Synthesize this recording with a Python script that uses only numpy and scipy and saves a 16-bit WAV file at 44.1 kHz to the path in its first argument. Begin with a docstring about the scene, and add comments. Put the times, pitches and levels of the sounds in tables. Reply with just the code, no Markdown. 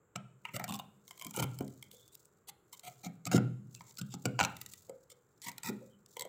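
"""A knife jabs, chips and scrapes thick frost in a freezer, close by, amid knocks and falling crumbs.
Each contact is a run of tiny fractures, which excite ice crystals and, the deeper the bite, the blade's bending modes.
Jabs set the hollow wall swinging, loose grains tick down in flurries, and the edge squeaks at times.
Wall modes and decaying echoes prolong all of this, over the faint hush of a kitchen."""
import sys
import numpy as np
from scipy import signal
from scipy.fft import rfft, irfft
from scipy.io import wavfile
from scipy.ndimage import map_coordinates

SR = 44100
rng = np.random.default_rng(int(sys.argv[2]) if len(sys.argv) > 2 else 0)


def unload_audio(sound):
    """Save the sound as a 16-bit wav file, at the path given as the first command line argument."""
    columns = np.transpose(np.atleast_2d(sound))
    # keep every value between -1 and 1, then stretch to whole-number steps
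    steps = np.round(np.clip(columns, -1, 1) * 32767)
    wavfile.write(sys.argv[1], SR, steps.astype(np.int16))


N = 276948

# Single flakes snapping off: t/s, level/dB, depth of the bite/dB
CHIPS = [(0.159, -38, 1.5), (0.452, -52, 11.5), (0.564, -37, -1.5), (.596, -44, 8), (.618, -61, -1),
         (.641, -36.5, -2), (.679, -48, 0), (.69, -43, -2), (0.696, -45, -12), (0.707, -46.5, 3),
         (0.723, -41.5, -1), (0.739, -42, -24), (0.743, -41.5, -4), (0.755, -45, -13), (.762, -46, -21),
         (0.79, -47.5, -1), (0.796, -47.5, 8), (1.079, -50.5, -16.5), (1.109, -48.5, -3.5),
         (1.177, -55, -9), (1.196, -48, -14), (1.213, -46.5, -2), (1.222, -44, -7), (1.247, -41, -18),
         (1.267, -41.5, -11.5), (1.309, -45, -12), (1.34, -47.5, -8), (1.363, -35, -34), (1.371, -39.5, -4),
         (1.425, -36.5, 2), (1.588, -43.5, -13), (1.607, -50, 1), (1.679, -54, -33), (1.826, -47.5, -17.5),
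         (1.914, -50.5, -45), (2.079, -57, -59), (2.152, -48.5, -67), (2.255, -58, -46), (2.49, -53, -0.5),
         (2.729, -48.5, -14), (2.795, -49, -22), (2.851, -53.5, -17.5), (2.874, -61.5, 16),
         (3.048, -45.5, -18), (3.254, -38, -14.5), (3.315, -37.5, 5), (3.329, -41, 6), (3.378, -41.5, 9),
         (3.749, -45, -44), (3.808, -55.5, 8), (3.91, -56.5, -70.5), (3.972, -47, -21),
         (4.014, -40.5, -12.5), (4.14, -42, -2.5), (4.255, -30.5, 0.5), (4.391, -32.5, 7),
         (4.401, -31.5, 6.5), (4.41, -31, 9.5), (4.43, -35, -8.5), (4.438, -34.5, -0.5), (4.449, -29, -0.5),
         (4.567, -46.5, -10), (4.614, -39, -14), (4.662, -43.5, -15), (4.736, -44.5, -14.5),
         (4.895, -50, -3.5), (5.101, -53.5, -35), (5.418, -48.5, -25), (5.484, -39.5, -6),
         (5.516, -49.5, -14), (5.581, -41.5, -13), (5.633, -39, -11), (6.061, -56, -50), (6.168, -45, 3.5),
         (6.195, -37.5, -11), (6.209, -36.5, -8.5), (6.221, -37.5, -7), (6.251, -51, -3)]
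CRACK_GROWTH = .3  # dB by which a crack lengthens for each dB of depth


def chips(crack_s=0.0026, first_break=2.36, lead_db=-27, lead_s=0.02, snap_s=0.0031):
    """Brittle fracture: a short soft crackle swells into each main break, whose run dies later if deep."""
    out = np.zeros(N)
    t = clock(.026) - .006  # zero at the main break
    stream = fractures(rate=2000, spread_db=2.5)
    flakes = rng.standard_normal((len(CHIPS), 1024))
    for (start, db, depth_db), flake in zip(CHIPS, flakes):
        run_s = crack_s * undb(CRACK_GROWTH * depth_db)
        crackle = undb(lead_db) * np.exp(-abs(t) / lead_s)
        run = np.exp(-abs(t) / run_s)
        force = excerpt(stream, start, t) * np.where(t < 0, crackle, run)
        force[np.searchsorted(t, 0)] += first_break
        add(out, start + t[0], radiate(force, start, db, depth_db, snap_s, flake, ring_s=0.0015))
    return out


# Strokes of the blade ploughing through frost: start t/s, end t/s, level/dB, depth of the bite/dB
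STROKES = [(0.154, 0.161, -55, 10), (0.482, 0.497, -70, 13.5), (0.533, 0.574, -49, -1),
           (0.6, 0.622, -68, 19.5), (0.679, 0.708, -60, 11.5), (0.718, 0.761, -61, 9),
           (1.204, 1.265, -66.5, 4.5), (1.332, 1.388, -50, -1.5), (1.383, 1.408, -41, -2),
           (1.418, 1.444, -45, 0), (1.905, 1.957, -64, -56), (2.116, 2.161, -63.5, -57),
           (2.471, 2.503, -50.5, -12.5), (2.723, 2.752, -55.5, -8.5), (2.83, 2.893, -54.5, -3),
           (3.03, 3.076, -52.5, -1.5), (3.26, 3.278, -43.5, -0.5), (3.311, 3.374, -41, -2),
           (3.849, 3.916, -65, -10.5), (3.981, 4, -46, -7.5), (4.098, 4.156, -56.5, -19),
           (5.096, 5.13, -59, -7), (5.418, 5.459, -51.5, -13.5), (5.457, 5.498, -48, -4),
           (5.638, 5.706, -45.5, -4.5), (6.157, 6.237, -67.5, 7)]
SWELL_DB = 10.5  # growth of the push through every stroke
WALL_DB, WALL_HZ = -49, 151  # level and pitch of the wall's rumble under a firm stroke
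FIRM_DB = -47.5  # level plus depth of a firm stroke
WALL_GROWTH = 1.75  # dB of rumble for each dB above a firm stroke


def scrapes(grip_db=4, slip_hz=190, attack_s=0.0049, release_s=0.01, wall_s=0.002):
    """Stick-slip friction: the edge breaks the crust in bunches of fractures; deep strokes shake the wall."""
    out = np.zeros(N)
    stream = fractures(rate=7000, spread_db=1) * undb(grip_db * wander(slip_hz))
    flakes = rng.standard_normal((len(STROKES), 1024))
    wall = np.sin(2 * np.pi * WALL_HZ * clock(.12)) * np.exp(-clock(.12) / wall_s)
    wall = signal.sosfilt(signal.butter(3, 110, "high", fs=SR, output="sos"), wall)
    for (start, end, db, depth_db), flake in zip(STROKES, flakes):
        t = clock(end - start)
        swell = undb(SWELL_DB * t / t[-1])
        edges = np.minimum(t / attack_s, 1) * np.minimum((t[-1] - t) / release_s, 1)
        force = excerpt(stream, start, t) * swell * edges
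        add(out, start, radiate(force, start, db, depth_db, t[-1], flake, ring_s=0.0013))
        rumble_db = WALL_DB + WALL_GROWTH * (db + depth_db - FIRM_DB)
        rumble = unit(signal.fftconvolve(force, wall)) * np.sqrt(len(t))
        add(out, start, undb(rumble_db) * rumble)
    return out


# The clamping of the blade by the ice, which retunes its bending modes; the nearest in time applies:
# t/s, nominal f/Hz of modes 1, 2, 3 and 4, mode 2 relative to mode 1 level/dB,
# upper pair relative to the crystals at zero depth level/dB
GRIPS = [(.16, 660, 1330, 2290, 2730, 4.5, -2), (.47, 938, 1310, 2250, 2770, -4, 8.5),
         (.555, 577, 1316, 2190, 2790, -2, -1.5), (.61, 766, 1310, 1920, 2200, -5, -2.5),
         (.72, 800, 1083, 2800, 3620, 1.5, -1), (1.16, 680, 1035, 2230, 3160, 8.5, 2.5),
         (1.39, 865, 1343, 2300, 3044, -2, -3), (1.85, 895, 1290, 2100, 3100, -10, 14),
         (2.48, 840, 1120, 2040, 3340, -14, -5), (2.73, 955, 1154, 2115, 3000, -2, -1.5),
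         (2.9, 707, 1316, 2150, 2300, -9, -4), (3.265, 624, 1306, 2121, 2400, 3.5, -5),
         (3.33, 743, 1420, 2110, 2720, 2.5, -6.5), (3.81, 913, 1310, 2130, 2155, -13, -3.5),
         (3.99, 1280, 1520, 2170, 2530, -1.5, -14.5), (4.14, 800, 1305, 2209, 3360, -3, -15.5),
         (4.26, 503, 1380, 2403, 2840, -4.5, -3.5), (4.41, 860, 1390, 2365, 2750, -2.5, -2),
         (4.66, 1242, 2010, 2721, 3570, 5, -4.5), (4.89, 520, 1286, 2150, 2270, -9, -10),
         (5.46, 932, 1100, 1943, 2180, -13, 0), (5.66, 892, 1353, 1900, 2380, -2.5, -0.5),
         (6.2, 512, 964, 2099, 3310, 0.5, -1)]
UPPER_PER_DEPTH = 0.74  # dB of the upper modes for each dB of depth


def radiate(force, start, db, depth_db, seconds, flake, ring_s, lower_s=0.0049, upper_s=0.0027):
    """Modal excitation: a graze only sounds the crystals, a deep bite also bends the blade."""
    grip = min(GRIPS, key=lambda row: abs(row[0] - start))
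    _, first_hz, second_hz, third_hz, fourth_hz, second_db, upper_db = grip
    t = np.arange(len(flake)) / SR
    crystal = signal.fftconvolve(flake * np.exp(-t / ring_s), response(crystal_colour(start)))
    out = np.zeros(len(force) + SR // 10)
    add(out, 0, undb(db) * unit(signal.fftconvolve(force, crystal)))
    lower_db = db + depth_db
    upper_db = db + upper_db + UPPER_PER_DEPTH * depth_db
    lower = bending(force, first_hz, lower_db, lower_s)
    lower = lower + undb(second_db) * bending(force, second_hz, lower_db, lower_s)
    upper = bending(force, third_hz, upper_db, upper_s)
    upper = upper + bending(force, fourth_hz, upper_db, upper_s)
    add(out, 0, undb(lower_db) * unit(lower) + undb(upper_db) * unit(upper))
    return out * np.sqrt(seconds * SR)


# Colour of breaking ice, from thick crust to fine crystals: f/Hz, relative level/dB
CRYSTAL = [(1700, -11), (2500, -2), (3800, 7), (5500, 6), (6700, 7.5), (7700, 12), (8900, -4), (11000, -6),
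           (13500, -4), (15300, 0.5), (16000, -30)]
# Sparkle of the frost, high when fine and dry, low when packed: t/s, change of the top treble level/dB
SPARKLE = [(.2, -1), (.6, 7.5), (2.3, 11), (3.3, 1.5), (4.42, -4), (4.6, 8), (5.4, 4.5)]


def crystal_colour(start):
    """Spectral envelope: the ice's colour at a time, its treble raised or lowered by the sparkle."""
    hz, db = np.transpose(CRYSTAL)
    sparkle_db = np.interp(start, *np.transpose(SPARKLE))
    return np.column_stack([hz, db + sparkle_db * (hz > 8500)])


def bending(force, hz, db, decay_s, hard_db=-41, shift=0.02, shift_hz=70):
    """Damped resonance: one bending mode rings, shorter under a hard push, its pitch sliding with the grip."""
    t = clock(.05)
    hz = hz * (1 + rng.uniform(-.04, .04))  # every flake grips a little differently
    age = t / (decay_s * (1 - .82 / (1 + undb(hard_db - db))))  # in decay times
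    mode = np.exp(2j * np.pi * (hz * t + rng.random()) - age) * (1 - np.exp(-age))
    rung = signal.fftconvolve(force, mode)
    slide = 2 * np.pi * hz * shift * np.cumsum(wander(shift_hz, len(rung))) / SR
    return unit(np.real(rung * np.exp(1j * slide)))


# Pushes that reach the wall: t/s, relative level/dB, middle of the sagging pitch f/Hz, decay time/cycles
KNOCKS = [(.165, -53, 198, 5.6), (0.544, -38.5, 210, 0.2), (0.7, -38.5, 199, 1.76),
          (1.257, -42.5, 223, 0.82), (1.378, -35.5, 420, 0.51), (1.4, -32.5, 328, 0.34),
          (1.432, -28.5, 206, 0.2), (1.609, -26, 274, 0.24), (1.611, -47, 650, 1.3), (1.938, -73, 475, 4.9),
          (3.062, -37.5, 179, 1.02), (3.266, -29.5, 182, 3), (3.34, -26.5, 490, 0.82),
          (3.346, -13, 272, 0.4), (3.352, -25, 326, 0.27), (3.362, -23.5, 127, 0.41), (4.014, -40, 173, 1),
          (4.143, -37.5, 186, 1.4), (4.26, -21.5, 280, 0.18), (4.414, -25.5, 135, 0.22),
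          (4.896, -46.5, 523, 1.5), (5.691, -35, 198.7, 2.8), (5.698, -37, 357, 2.4), (5.82, -57, 507, 7.9),
          (6.254, -45, 578, 0.83)]


def knocks(swing_db=6.0, sag=0.054, judder_db=-49.0, judder_growth=0.49, build_s=0.0047, release_s=0.013):
    """Elastic rebound: the wall judders as the push builds, then springs back in a swing of sagging pitch."""
    out, t = np.zeros(N), clock(.08)
    around = clock(.1) - .04  # zero at the peak of the push
    push = np.exp(-abs(around) / np.where(around < 0, build_s, release_s))
    shudder = rng.standard_normal(N)
    for start, db, hz, cycles in KNOCKS:
        fading = np.exp(-t * hz / cycles)
        turns = np.cumsum(hz * (1 + sag * (2 * fading - 1))) / SR
        swing = np.sin(2 * np.pi * turns) * fading * (1 - np.exp(-t * hz * np.pi))
        add(out, start, undb(db + swing_db) * swing / np.sqrt(cycles))
        judder = unit(signal.fftconvolve(excerpt(shudder, start, around) * push, swing))
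        judder = judder * np.sqrt((build_s + release_s) * SR)
        add(out, start + around[0], undb(judder_db + judder_growth * (db - FIRM_DB)) * judder)
    return high_pass(out, hz=86.0)


# Skids of the edge on glazed ice: start t/s, end t/s, level/dB, nominal pitch f/Hz
SQUEAKS = [(1.9, 2.13, -73, 3480), (3.742, 3.8, -70, 2700), (5.893, 5.97, -79, 3050)]


def squeaks(waver=.035, rough_db=6, slip_hz=420):
    """Frictional self-oscillation: the skidding edge sings one tone, unsteady in pitch and level."""
    out = np.zeros(N)
    for start, end, db, hz in SQUEAKS:
        size = len(clock(end - start))
        tone = np.sin(2 * np.pi * np.cumsum(hz * (1 + waver * wander(slip_hz, size))) / SR)
        swell = np.sqrt(np.hanning(size)) * undb(rough_db * wander(slip_hz, size))
        add(out, start, undb(db) * unit(tone * swell) * np.sqrt(size))
    return out


# Colour of loose crumbs: f/Hz, relative level/dB
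CRUMB_COLOUR = [(2400, -27.5), (3800, -4), (5500, -3), (7500, 6.5), (8900, -7.5), (13500, -5.5),
                (15300, -0.5), (16000, -5)]
FLURRY_DB, FLURRY_HZ = 4.5, 22  # spread of the clusters' level, clusters a second


def crumbs(drift_db=2, drift_hz=7, tick_s=0.0029):
    """Granular flow: loose grains fall in flurries of bright ticks, their level drifting slowly at random."""
    t = clock(.008)
    flurries = fractures(rate=3500, spread_db=11.0)
    flurries = flurries * undb(FLURRY_DB * wander(FLURRY_HZ) + drift_db * wander(drift_hz))
    # every grain crumbles in its own way: a decaying burst of noise
    ticks = signal.fftconvolve(abs(flurries), np.exp(-t / tick_s))[:N] * rng.standard_normal(N)
    grains = signal.fftconvolve(ticks, response(CRUMB_COLOUR))[:N]
    return unit(grains) * np.sqrt(N) * brushing()


# Passes of the blade over loose frost, shedding crumbs: start t/s, end t/s, level/dB
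BRUSHES = [(0.494, 0.683, -65.5), (1.095, 1.738, -66), (1.783, 2.152, -68.5), (2.779, 2.997, -67),
           (3.754, 3.908, -62), (3.95, 4.236, -67.5), (4.442, 4.798, -64), (5.031, 5.122, -73),
           (5.43, 5.74, -67.5), (6.13, 6.248, -69.5)]
BRUSH_ATTACK_S, TRICKLE_S = 0.04, 0.12  # crumbs start quickly and go on falling for a moment


def brushing():
    """Exponential build-up and decay: the crumbs' flow rises to each touch, holds, and dies after the lift."""
    t = np.arange(N) / SR
    flows = []
    for start, end, db in BRUSHES:
        before = np.maximum(start - t, 0) / BRUSH_ATTACK_S
        after = np.maximum(t - end, 0) / TRICKLE_S
        flows.append(undb(db) * np.exp(-before - after))
    return np.max(flows, axis=0)


# Modes of the hollow wall: f/Hz, relative level/dB, t60/s
WALL_MODES = [(124, 2, .85), (134, -4, .7), (164, -8, .7), (200, -2.5, .55), (272, -1, .4), (375, -5, .45),
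              (490, -1, .35), (533, -3.5, .3), (912, -8, .25)]
# Reverberation of the compartment: band centre f/Hz, level against the direct sound/dB, t60/s
CAVITY = [(128, -2.5, 1), (172, 1.5, 0.39), (380, -7.5, 0.46), (624, -6, 0.35), (1340, -6, 0.35),
          (2780, -12, 0.49), (5400, -17.5, 0.061), (10500, -22.5, 1)]


def compartment(x, modes_db=-55, build_s=0.0012):
    """Modal ringing and reverberation: the wall's modes ring while echoes decay band by band."""
    t = np.arange(SR) / SR
    ring = sum(undb(db + modes_db - 60 * t / t60) * np.cos(2 * np.pi * hz * t) for hz, db, t60 in WALL_MODES)
    for hz, db, t60 in CAVITY:
        edges = [hz / np.sqrt(2), min(hz * np.sqrt(2), SR * .45)]
        band = signal.butter(2, edges, "band", fs=SR, output="sos")
        echoes = signal.sosfilt(band, rng.standard_normal(SR))
        echoes = echoes * undb(-60 * t / t60) * (1 - np.exp(-t / build_s))
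        ring = ring + unit(echoes) * undb(db) * np.sqrt(np.sqrt(2) * hz / SR)
    # the lumpy frost scatters the sound: a time jitter that smears the treble in the echoes
    jitter = .00005 * SR * wander(700)
    scattered = map_coordinates(x, [np.arange(N) + jitter], order=3)
    return signal.fftconvolve(scattered, ring)[:N]


# Colour of the quiet kitchen: f/Hz, relative spectral density level/dB
ROOM = [(18, -45), (30, -13.5), (131, 5), (245, -6.5), (415, 3), (684, -12), (1430, -9), (1720, -17),
        (5590, -42), (7470, -13.5), (8740, -41), (16000, -29)]
ROOM_DB = -71


def room():
    """Stationary noise: the faint steady hush of the kitchen, random noise shaped by a fixed spectrum."""
    return undb(ROOM_DB) * signal.fftconvolve(rng.standard_normal(N), response(ROOM, size=4096))[:N]


def fractures(rate, spread_db):
    """Random impulse process: breaking ice bonds give many small clicks and a few large ones."""
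    size = undb(spread_db * np.minimum(rng.exponential(size=N), 4))
    return (rng.random(N) < rate / SR) * rng.choice([-1, 1], N) * size


def excerpt(stream, start, t):
    """Windowing: the stretch of a stream as long as t, from a time rounded to 10 ms."""
    return stream.take(int(round(start, 2) * SR) + np.arange(len(t)), mode="wrap")


def wander(rate, size=N):
    """Slow random modulation: a value that drifts to a new target at a given rate per second."""
    steps = np.clip(rng.standard_normal(4096), -2, 1.3)
    return np.interp(np.arange(size) / SR * rate, np.arange(len(steps)), steps)


def response(points, size=1024):
    """Minimum phase: the causal impulse response of a (f/Hz, level/dB) colour, with an energy of one."""
    hz, db = np.transpose(points)
    log_hz = np.log(np.fft.rfftfreq(size, 1 / SR) + 1)
    log_gain = np.log(undb(np.interp(log_hz, np.log(hz), db)))
    # folding the cepstrum onto positive times makes the response causal
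    cepstrum = irfft(log_gain)
    cepstrum[1:size // 2] *= 2
    cepstrum[size // 2 + 1:] = 0
    return unit(irfft(np.exp(rfft(cepstrum))))


def high_pass(x, hz):
    """High-pass filtering: a steep cut of the bass."""
    return signal.sosfilt(signal.butter(4, hz, "high", fs=SR, output="sos"), x)


def undb(db):
    """Logarithmic level: decibels to amplitude gain."""
    return 10 ** (np.asarray(db) / 20)


def unit(x):
    """Energy normalisation: scale to an energy of one."""
    return x / np.sqrt(np.sum(x ** 2) + 1e-20)


def clock(seconds):
    """Uniform sampling: sample times of a short sound, eight at least."""
    return np.arange(max(int(seconds * SR), 8)) / SR


def add(out, start, x):
    """Superposition: mix x into out from a time on."""
    i = min(max(int(start * SR), 0), N)
    out[i:i + len(x)] += x[:N - i]


def scene():
    """Superposition: knife work and falling frost, the compartment's ringing, and the room."""
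    work = high_pass(chips() + scrapes(), hz=101) + knocks() + squeaks() + crumbs()
    return (work + compartment(work) + room())[None]


TOP_HZ = 15900


def record(dry):
    """Low-pass filtering: an elliptic filter cuts the top of the treble."""
    return signal.sosfilt(signal.ellip(8, .2, 80, TOP_HZ, fs=SR, output="sos"), dry)


dry = scene()
out = record(dry)
unload_audio(out)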